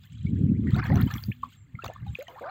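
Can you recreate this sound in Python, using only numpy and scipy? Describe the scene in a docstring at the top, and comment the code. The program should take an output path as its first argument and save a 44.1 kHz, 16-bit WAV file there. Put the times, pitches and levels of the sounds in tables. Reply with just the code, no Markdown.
"""Wind buffets the microphone while a foot wades through shallow water on tidal mud.
The stride churns up a cloud of ringing bubbles and a fine ticking spray, and drops plop back.
The foot presses into the mud: sliding tones gurgle and short noise cracks snap. Ripples chirp softly.
The wind is low filtered noise with short thumps. Faint tones and soft air noise lie behind it all."""
import sys
import numpy as np
from scipy import signal
from scipy.fft import rfft, irfft
from scipy.io import wavfile

SR = 44100
rng = np.random.default_rng(int(sys.argv[2]) if len(sys.argv) > 2 else 0)


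def wav_out(sig):
    """Save sig, one row per channel (or a flat mono array), as 16-bit PCM at SR to the path in sys.argv[1]."""
    wavfile.write(sys.argv[1], SR, np.round(np.clip(np.atleast_2d(sig).T, -1, 1) * 32767).astype(np.int16))


N = 110250  # samples, 2.5 s


def amp(db):
    """Turns decibels into gain."""
    return 10 ** (np.asarray(db) / 20)


def unit(x):
    """Scales a sound to an rms of one."""
    return x / np.sqrt(np.mean(x ** 2) + 1e-20)


def curve(points):
    """Joins (t, value) points with straight lines, one value per sample."""
    return np.interp(np.arange(N) / SR, *np.transpose(points))


def read(points, hz):
    """Reads a spectrum in dB at any frequency, along a log-frequency axis."""
    f, db = np.transpose(points)
    return np.interp(np.log(hz + 1), np.log(f + 1), db)


def colour(x, points):
    """Filters a sound to a spectrum, with no sound before its cause (minimum phase)."""
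    size = 4096
    log_gain = np.log(amp(read(points, abs(np.fft.fftfreq(size, 1 / SR)))))
    response = np.exp(np.conj(signal.hilbert(log_gain)))
    taps = np.fft.ifft(response).real
    return signal.fftconvolve(x, taps[:size // 2])[:len(x)]


def noise(points):
    """Makes steady noise with the given spectrum and an rms of one."""
    gain = amp(read(points, np.fft.rfftfreq(N, 1 / SR)))
    return unit(irfft(rfft(rng.standard_normal(N)) * gain, N))


def steadied(x, span_s):
    """Holds the short-term level of a random texture close to one."""
    window = np.hanning(int(2 * span_s * SR) + 3)
    power = signal.fftconvolve(x ** 2, window / window.sum(), "same")
    return x / np.sqrt(abs(power) + 1e-9)


def impacts(per_s, spread_db):
    """Scatters random clicks, a few much larger than the rest."""
    out = np.zeros(N)
    at = np.flatnonzero(rng.random(N) < per_s / SR)
    size, sign = rng.random((N // 4, 2))[:len(at)].T
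    boost_db = spread_db * np.minimum(-np.log(1 - size), 4)
    out[at] = amp(boost_db) * np.sign(sign - .5)
    return out


def add(mix, s, sound):
    """Mixes a sound in at a time in seconds."""
    at = round(s * SR)
    part = mix[max(at, 0):][:len(sound)]
    part += sound[:len(part)]


GLIDE_SCALE = .022  # scales each pitch's random glide


def bubble_crowd(level, spectrum, per_s, spread_db, cycles, hiss_db):
    """Many small bubbles each ring briefly and mostly rise a little in pitch, over some hiss."""
    out, t = np.zeros(N), np.arange(SR // 20) / SR
    pitches = np.geomspace(500, 8500, 36)  # Hz
    for hz in pitches:
        age = t * hz / (cycles * rng.uniform(1.0, 2.0))  # the ring fades over 1-2 times `cycles`
        glide = GLIDE_SCALE * rng.uniform(-1.4, 2.96) * np.tanh(age / 2) * 2
        pitch = hz * (1 + glide)
        ring = (1 - np.exp(-6 * age)) * np.exp(-age) * np.sin(2 * np.pi * np.cumsum(pitch) / SR)
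        rings = signal.oaconvolve(impacts(per_s / len(pitches), spread_db), unit(ring))[:N]
        out += rings * amp(read(spectrum, hz)) * np.sqrt(hz)  # wider-spaced pitches cover more Hz
    texture = unit(out) + amp(hiss_db) * noise(spectrum)
    return steadied(texture, 0.031) * amp(curve(level))


# how loud the churned water is over time: t/s, level/dB
CHURN_LEVEL = [(0, -78), (.3, -70.5), (.62, -70), (.665, -58.5), (.7, -58), (.745, -47.5), (.765, -48.5),
               (.795, -33), (.812, -51.5), (.847, -36.5), (.877, -42), (.92, -43.5), (.948, -49.5),
               (.975, -42.5), (1.015, -41), (1.06, -60), (1.08, -47.5), (1.11, -43.5), (1.165, -46.5),
               (1.2, -56.5), (1.29, -71.5), (1.4, -75), (1.53, -67), (1.62, -75.5), (1.78, -70),
               (1.835, -51), (1.848, -47), (1.885, -57.5), (2.0, -61), (2.13, -68.5), (2.22, -55),
               (2.25, -73), (2.29, -56.5), (2.34, -58), (2.41, -59.5), (2.5, -55)]
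# balance of pitches in the churned water: f/Hz, level/dB per Hz (relative)
CHURN_SPECTRUM = [(300, -17.5), (600, -14), (1000, -1), (1700, 1.5), (2400, -5.5), (3200, -16.5),
                  (4300, -16.5), (5500, -35), (7500, -40), (9000, -52)]


def churn():
    """The foot churns the water into a cloud of ringing bubbles with foam hiss."""
    return bubble_crowd(CHURN_LEVEL, CHURN_SPECTRUM, per_s=2000, spread_db=4.9, cycles=5.94, hiss_db=-14.5)


BUBBLE_TRIM_DB = -2.54  # added to every bubble's level
RISE_SHAPE, FALL_SHAPE = 2.2, 1.15  # exponents: higher gives a flatter top and a steeper side
GLIDE_S = .012  # a bubble's glide levels off over this time
# single bubbles and drops: t/s of the peak, f/Hz at the peak, level/dB before the trim,
# rise/s, fall/s, glide/(octaves/s) at the peak
BUBBLE_LIST = [(0.2688, 2216, -39.5, 0.0028, 0.0095, 5), (0.7463, 3760, -31.5, 0.00079, 0.0022, -10),
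               (0.757, 1413, -31.5, 0.0062, 0.0012, 9.5), (0.7925, 2070, -27, 0.0018, 0.00081, 14),
               (0.7992, 1324, -27, 0.0091, 0.0063, 30), (0.8187, 2360, -35.5, 0.0013, 0.0056, 12.5),
               (0.8297, 1639, -31, 0.0033, 0.007, 33.5), (0.8324, 1086, -33.5, 0.006, 0.0034, -2),
               (0.8397, 4320, -36, 0.00094, 0.0023, 0.5), (0.8636, 1810, -35.5, 0.012, 0.0024, 29.5),
               (0.887, 1870, -37, 0.002, 0.0079, -7), (0.9207, 2030, -27.5, 0.0012, 0.0039, -14.5),
               (0.9301, 766, -26, 0.0047, 0.0086, 18.5), (0.9826, 1413, -33.5, 0.0094, 0.0028, 12.5),
               (1.0144, 1924, -36.5, 0.0011, 0.0043, 26), (1.019, 3294, -30.5, 0.00049, 0.0013, 5),
               (1.0241, 4100, -33.5, 0.0012, 0.0016, 120.5), (1.0788, 3090, -39, 0.0066, 0.0029, 9.5),
               (1.105, 1208, -33, 0.0013, 0.011, 16), (1.1102, 1732, -33.5, 0.0056, 0.0027, 24),
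               (1.163, 2130, -31, 0.00098, 0.0014, 8), (1.1825, 3290, -32.5, 0.0014, 0.0017, 32),
               (1.2381, 4630, -27.5, 0.00028, 0.0016, 10), (1.3192, 2403, -31, 0.0025, 0.0051, 54.5),
               (1.319, 1810, -39.5, 0.002, 0.0058, -13.5), (1.4377, 1096, -17.5, 0.0043, 0.0019, -7.5),
               (1.7544, 2143, -36.5, 0.0016, 0.003, -11), (1.793, 1332, -30.5, 0.0034, 0.0076, 10),
               (1.825, 2690, -37, 0.0032, 0.0037, -12), (1.8433, 3610, -34, 0.0012, 0.0015, 60),
               (1.847, 1116, -25.5, 0.0026, 0.00053, 59), (1.861, 3500, -41, 0.0009, 0.0017, 35),
               (1.8626, 1286, -29, 0.001, 0.0032, 3), (1.8816, 2780, -36, 0.0021, 0.0024, 8.5),
               (1.9013, 677, -26.5, 0.0017, 0.001, 40), (1.9365, 1760, -48.5, 0.0089, 0.011, 3.5),
               (1.9637, 1132, -34, 0.0034, 0.0016, 17), (2.0686, 808, -39.5, 0.0029, 0.013, 0.5),
               (2.0821, 3750, -48, 0.0013, 0.0062, 1), (2.1495, 3310, -36, 0.00045, 0.0019, 50.5),
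               (2.1542, 2527, -20.5, 0.0011, 0.0013, -5), (2.2102, 2126, -37.5, 0.0017, 0.0028, 81.5),
               (2.2719, 1930, -42, 0.0027, 0.0045, -11.5), (2.2828, 3046, -33.5, 0.00033, 0.003, -2),
               (2.2851, 719, -37, 0.0021, 0.01, -9.5), (2.4432, 1520, -33.5, 0.0031, 0.0026, -11.5)]


def bubbles():
    """Each bubble swells, rings for a few milliseconds and glides in pitch as it nears the surface."""
    out, t = np.zeros(N), np.arange(-SR // 32, SR // 16) / SR  # t = 0 is the peak
    for s, hz, db, rise, fall, glide in BUBBLE_LIST:
        swell, fade = abs(t / rise) ** RISE_SHAPE, abs(t / fall) ** FALL_SHAPE
        shape = np.exp(-np.where(t < 0, swell, fade))
        pitch = hz * 2 ** (glide * GLIDE_S * np.tanh(t / GLIDE_S))
        tone = np.sin(2 * np.pi * (np.cumsum(pitch) / SR + rng.random()))
        add(out, s + t[0], amp(db + BUBBLE_TRIM_DB) * shape * tone)
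    return out


FADE_IN_S, FLUTTER_HZ = 0.0021, 173  # edge of each tone, cutoff of its flutter


def sliding_tones(tones):
    """Narrow tones slide in pitch; roughness swaps a pure tone for a randomly fluttering one."""
    out = np.zeros(N)
    low_pass = signal.butter(2, FLUTTER_HZ, fs=SR, output="sos")
    for s, length, first_hz, last_hz, first_db, last_db, rough in tones:
        t = np.arange(0, length, 1 / SR)
        u, rough = t / length, np.clip(rough, 0, 1)
        flutter = signal.sosfilt(low_pass, rng.standard_normal((2, SR // 2)))[:, -len(t):]
        wobble = unit(flutter[0]) + 1j * unit(flutter[1])
        ring = np.sqrt(1 - rough) + np.sqrt(rough / 2) * wobble
        pitch = first_hz * (last_hz / first_hz) ** u
        tone = unit((ring * np.exp(2j * np.pi * np.cumsum(pitch) / SR)).imag)
        edges = np.clip(np.minimum(t, (length - t) / 2) / FADE_IN_S, 0, 1)  # fades out twice as slowly
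        add(out, s, tone * amp(first_db + (last_db - first_db) * u) * edges)
    return out


# sliding tones: gurgles, small rising chirps of lapping ripples, one thin rising whistle:
# start t/s, length t/s, first f/Hz, last f/Hz, first level/dB, last level/dB, roughness (0-1)
GURGLE_LIST = [(.038, 0.032, 1410, 2100, -64.5, -65, 0.4), (.355, .04, 1485, 2590, -64.5, -67, 0.77),
               (.458, 0.042, 1602, 2770, -70.5, -65.5, .6), (.545, .04, 1900, 2610, -63.5, -63.5, 0.7),
               (0.669, 0.051, 1880, 1990, -44, -53.5, 0.54), (.762, 0.065, 705, 807, -38, -58.5, 0.23),
               (.852, 0.031, 738, 800, -43.5, -57, 0.45), (.895, 0.027, 503, 584, -39.5, -32.5, 0.34),
               (.897, 0.026, 823, 960, -36.5, -49, 0.88), (.94, .04, 664, 730, -45, -37.5, 0.4),
               (0.953, 0.061, 891, 1495, -45, -43, 0.6), (1.44, 0.045, 1108, 1070, -53, -65.5, 0.84),
               (1.836, 0.032, 572, 790, -37.5, -45, 0.86), (1.849, .018, 5200, 7600, -59.5, -50, .7),
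               (1.886, 0.037, 585, 787, -44, -48, 0.42), (2.187, 0.047, 478, 647, -35.5, -43.5, 0.01),
               (2.28, 0.039, 930, 980, -49.5, -54.5, 0.4), (2.291, 0.068, 482, 531, -57, -52.5, 0.38),
               (2.357, 0.044, 715, 1310, -47.5, -45, 0.28), (2.409, 0.092, 438, 814, -42, -37.5, 0.09),
               (2.41, 0.015, 612, 780, -62, -41, 0.77), (2.412, 0.092, 642, 1283, -42.5, -45.5, 0.77),
               (2.453, 0.045, 1146, 1733, -38.5, -51, .5)]


def gurgles():
    """Gurgles, ripple chirps and a thin whistle: narrow tones, some fluttering, mostly slide upward."""
    return sliding_tones(GURGLE_LIST)


SNAP_RISE_S, SNAP_DECAY_S, FIZZ_DECAY_S = .0005, 0.00087, 0.00042
RING_DB, RING_HZ, RING_S = -11, 4643, .0009  # level against the crack, middle pitch, time to peak
# bursting films of mud and water: t/s, level/dB, share of thin fizz (0-1)
SNAP_LIST = [(0.035, -46.5, 0), (0.122, -46.5, 0.07), (.44, -47.5, 0), (0.7063, -34, 0), (.7635, -29, 0.11),
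             (.7855, -38, .05), (0.855, -52, .2), (0.867, -34, 0.23), (0.9418, -37, 1),
             (0.9568, -26.5, 0.02), (0.9706, -29.5, 0.3), (1.007, -31.5, 0), (1.0138, -21.5, 0.84),
             (1.06, -33.5, 0.76), (1.1117, -26.5, 0.07), (1.1388, -23, 0.03), (1.15, -50, 0.7),
             (1.1635, -33, 0.9), (1.173, -30, 0.7), (1.204, -40, 0.54), (1.2325, -32.5, 0.7),
             (1.238, -32, 0.48), (1.4217, -50, 0.15), (1.432, -43, .05), (1.445, -48.5, .05),
             (1.8422, -31, 0.04), (1.8454, -30, .06), (1.856, -32, 0.2), (1.8631, -28, 0),
             (1.8792, -37, 0.05), (1.936, -39.5, 0.25), (2.066, -49, 0.3), (2.19, -36, 0.6),
             (2.225, -31, 0.44), (2.281, -37, 0.13), (2.396, -44.5, .2), (2.423, -42, 0.4)]
# balance of pitches in the crack: f/Hz, level/dB per Hz (relative)
CRACK_SPECTRUM = [(400, -1.5), (1200, -4.5), (2500, 4.5), (4200, -10.5), (5600, -15.5), (7600, -10),
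                  (9400, -38.5), (16000, -1)]
# balance of pitches in the thin fizz: f/Hz, level/dB per Hz (relative)
FIZZ_SPECTRUM = [(5000, -11), (9500, -34), (12500, 6.5), (15000, 9), (16500, 3)]


def snaps():
    """Films of mud and water burst with a short crack, a tiny ring and a thin fizz."""
    out, t = np.zeros(N), np.arange(SR // 50) / SR
    for s, db, thin in SNAP_LIST:
        a, b = rng.standard_normal((2, len(t))) * (1 - np.exp(-t / SNAP_RISE_S))
        crack = colour(a * np.exp(-t / SNAP_DECAY_S), CRACK_SPECTRUM)
        fizz = colour(b * np.exp(-t / FIZZ_DECAY_S), FIZZ_SPECTRUM)
        age = t / RING_S
        hz = RING_HZ * 2 ** rng.uniform(-.5, 0.56)
        ring = age * np.exp(1 - age) * np.sin(2 * np.pi * hz * t * (1 + 0.0094 * age))  # pitch rises
        crack = crack / abs(crack).max() + amp(RING_DB) * ring
        thin = np.clip(thin, 0, 1)
        snap = (1 - thin) * crack / abs(crack).max() + thin * fizz / abs(fizz).max()
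        add(out, s, amp(db) * snap)
    return out


# how loud the pattering drops are over time: t/s, level/dB
PATTER_LEVEL = [(0, -76), (.035, -60.5), (.09, -69.5), (.125, -62.5), (.28, -63.5), (.33, -70),
                (.38, -65.5), (.52, -77), (.66, -69), (.72, -55.5), (.77, -55), (.81, -86), (.86, -46.5),
                (.93, -81), (.97, -57.5), (1.015, -56), (1.05, -63.5), (1.12, -54.5), (1.2, -63.5),
                (1.3, -67), (1.4, -72), (1.44, -60), (1.48, -68.5), (1.53, -59.5), (1.62, -87),
                (1.79, -76.5), (1.855, -59), (1.9, -65), (1.97, -65.5), (2.02, -92), (2.07, -62.5),
                (2.13, -70), (2.2, -56), (2.25, -67.5), (2.29, -65.5), (2.36, -71.5), (2.42, -62.5),
                (2.5, -84)]
# balance of pitches in the patter: f/Hz, level/dB per Hz (relative)
PATTER_SPECTRUM = [(1200, -25), (2200, -1.5), (3000, 6), (3900, 2.5), (4700, -10.5), (5800, -15),
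                   (7400, -3), (8300, -20.5), (9400, -37.5)]


def patter():
    """Small drops patter back and trickle, ringing as many small bubbles over a hiss."""
    return bubble_crowd(PATTER_LEVEL, PATTER_SPECTRUM, per_s=2200, spread_db=3.76, cycles=9, hiss_db=-6.5)


# how loud the fine spray is over time: t/s, level/dB
SPRAY_LEVEL = [(0, -83), (.06, -68.5), (.12, -92), (.66, -95), (.73, -70), (.78, -76), (.81, -81),
               (.85, -59), (.92, -72.5), (.98, -64.5), (1.08, -63.5), (1.16, -52.5), (1.27, -58),
               (1.38, -77), (1.44, -79.5), (1.54, -71), (1.6, -95), (1.8, -83), (1.87, -74), (1.9, -88),
               (2.1, -82.5), (2.2, -68), (2.26, -92), (2.3, -68), (2.5, -87)]
# balance of pitches in the spray: f/Hz, level/dB per Hz (relative)
SPRAY_SPECTRUM = [(3000, -26), (4600, -18), (7700, -9.5), (9400, -19), (11000, -10.5), (12500, -2),
                  (15000, 7), (16300, -12)]


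def spray():
    """Tiny droplets tick on the surface as filtered clicks, with a mist of noise."""
    ticks = unit(colour(impacts(per_s=4000, spread_db=14), SPRAY_SPECTRUM))
    mist = amp(-4.5) * noise(SPRAY_SPECTRUM)
    return steadied(ticks + mist, .04) * amp(curve(SPRAY_LEVEL))


def bank(x):
    """The muddy bank scatters sound back as sparse random echoes that die away quickly."""
    delay_s, t60_s = 0.0038, 0.12  # silence before the echoes, time to fall by 60 dB
    t = np.arange(SR // 2) / SR
    sparse = rng.standard_normal(len(t)) * (rng.random(len(t)) < .1)
    taps = sparse * (t > delay_s) * amp(-60 * t / t60_s)
    return signal.fftconvolve(x, taps / np.linalg.norm(taps))[:N]


LULL_DB, GUST_DB = -30.5, -24.5  # wind levels where the sound is all lull or all gust
THUMP_CYCLES = 0.69  # half-width of a thump, in cycles of its pitch
RASP_DB, RASP_S = -37, 0.01  # rasp level against its thump, half-width
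# how loud the turbulence is over time: t/s, level/dB
WIND_LEVEL = [(0, -55.5), (.05, -48.5), (.09, -60), (.115, -41), (.18, -41), (.25, -30), (.33, -26.5),
              (.5, -24), (.62, -27), (.69, -23), (.72, -30.5), (.78, -21), (.82, -31.5), (.88, -30),
              (.92, -17.5), (1.05, -25.5), (1.085, -31.5), (1.125, -43), (1.16, -28.5), (1.2, -43.5),
              (1.25, -39.5), (1.305, -26), (1.335, -54), (1.46, -49), (1.52, -59.5), (1.63, -48.5),
              (1.7, -61), (1.78, -45.5), (1.82, -55.5), (1.865, -36.5), (1.92, -53.5), (1.98, -48.5),
              (2.03, -35), (2.135, -37), (2.17, -62), (2.5, -59)]
# balance of pitches in weak wind: f/Hz, level/dB per Hz (relative)
LULL_SPECTRUM = [(20, -34), (45, -20.5), (70, -3.5), (108, 3), (150, -5.5), (240, -16), (320, -33),
                 (500, -53), (900, -84.5)]
# balance of pitches in strong wind: f/Hz, level/dB per Hz (relative)
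GUST_SPECTRUM = [(20, -37), (40, -27), (70, -4), (114, 1), (190, -2.5), (260, -6.5), (350, -17.5),
                 (480, -32), (700, -58), (1100, -85)]
# single eddies hitting the microphone: t/s of the middle, level/dB before shaping, f/Hz
EDDIES = [(0.255, -17.5, 171), (0.334, -16.5, 187), (0.4147, -13.5, 165), (0.4434, -10, 160),
          (.465, -18.5, 185.5), (0.5, -14, 211), (0.52, -10.5, 204), (.597, -14, 206), (0.6937, -20.5, 126),
          (0.7373, -10, 139.6), (0.7724, -24, 191), (0.9297, -14.5, 141), (0.9679, -15.5, 120),
          (1.0389, -11, 113), (1.0668, -14, 204), (1.1414, -21, 129), (1.2882, -19, 173),
          (1.7503, -27, 120), (2.03, -26, 132), (2.1013, -28.5, 95)]
# balance of pitches in the rasp on each eddy: f/Hz, level/dB per Hz (relative)
RASP_SPECTRUM = [(150, -30), (330, 8.5), (520, 0), (800, -18), (1300, -36), (2500, -69.5)]


def wind():
    """Low turbulence brightens in the gust, with single eddies thumping and rasping through it."""
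    level_db = curve(WIND_LEVEL)
    gust = np.clip((level_db - LULL_DB) / (GUST_DB - LULL_DB), 0, 1)
    turbulence = np.sqrt(1 - gust) * noise(LULL_SPECTRUM) + np.sqrt(gust) * noise(GUST_SPECTRUM)
    out = steadied(turbulence, 0.035) * amp(level_db)
    t, rasp_level = np.arange(-SR // 40, SR // 40) / SR, np.zeros(N)
    for s, db, hz in EDDIES:
        thump = -np.sin(2 * np.pi * hz * t) * np.exp(-(hz * t / THUMP_CYCLES) ** 2)
        add(out, s + t[0], amp(db) * thump)
        add(rasp_level, s + t[0], amp(db + RASP_DB) * np.exp(-(t / RASP_S) ** 2))
    return out + rasp_level * noise(RASP_SPECTRUM)


# faint narrow tones: start t/s, length t/s, first f/Hz, last f/Hz,
# first level/dB, last level/dB, roughness (0-1)
FAINT_TONE_LIST = [(1.32, 0.17, 243, 247, -61, -52.5, 0.01), (1.66, .11, 310, 210, -67, -56.5, .03),
                   (1.565, 0.089, 7500, 7300, -68.5, -75, 0.3), (2.09, .05, 7600, 7500, -79, -63, .5)]


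def faint_tones():
    """A few faint narrow tones in the background; most hold nearly steady, one low tone falls clearly."""
    return sliding_tones(FAINT_TONE_LIST)


# balance of pitches in the distant air: f/Hz, level/dB per Hz (relative)
AIR_SPECTRUM = [(30, -1), (150, 4.5), (400, -9), (900, -28.5), (2000, -12), (3200, -19), (5200, -38),
                (7400, -17), (9500, -35.5), (13000, -38.5), (16000, -30)]


def air():
    """Distant air is a soft, steady noise."""
    return amp(-72) * noise(AIR_SPECTRUM)


def scene():
    """Adds the water and mud sounds, their scatter, the wind, the faint tones and the air."""
    water = churn() + bubbles() + gurgles() + snaps() + patter() + spray()
    scatter = amp(-16.5) * bank(water)
    mix = water + scatter + wind() + faint_tones() + air()
    return mix[None]  # one channel


def record(dry):
    """The recorder's band limit: a low-pass filter removes the highest treble."""
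    taps = signal.firwin(511, 16050, window=("kaiser", 9), fs=SR)  # cutoff in Hz
    return signal.oaconvolve(dry, taps[None], "same")


dry = scene()
out = record(dry)
wav_out(out)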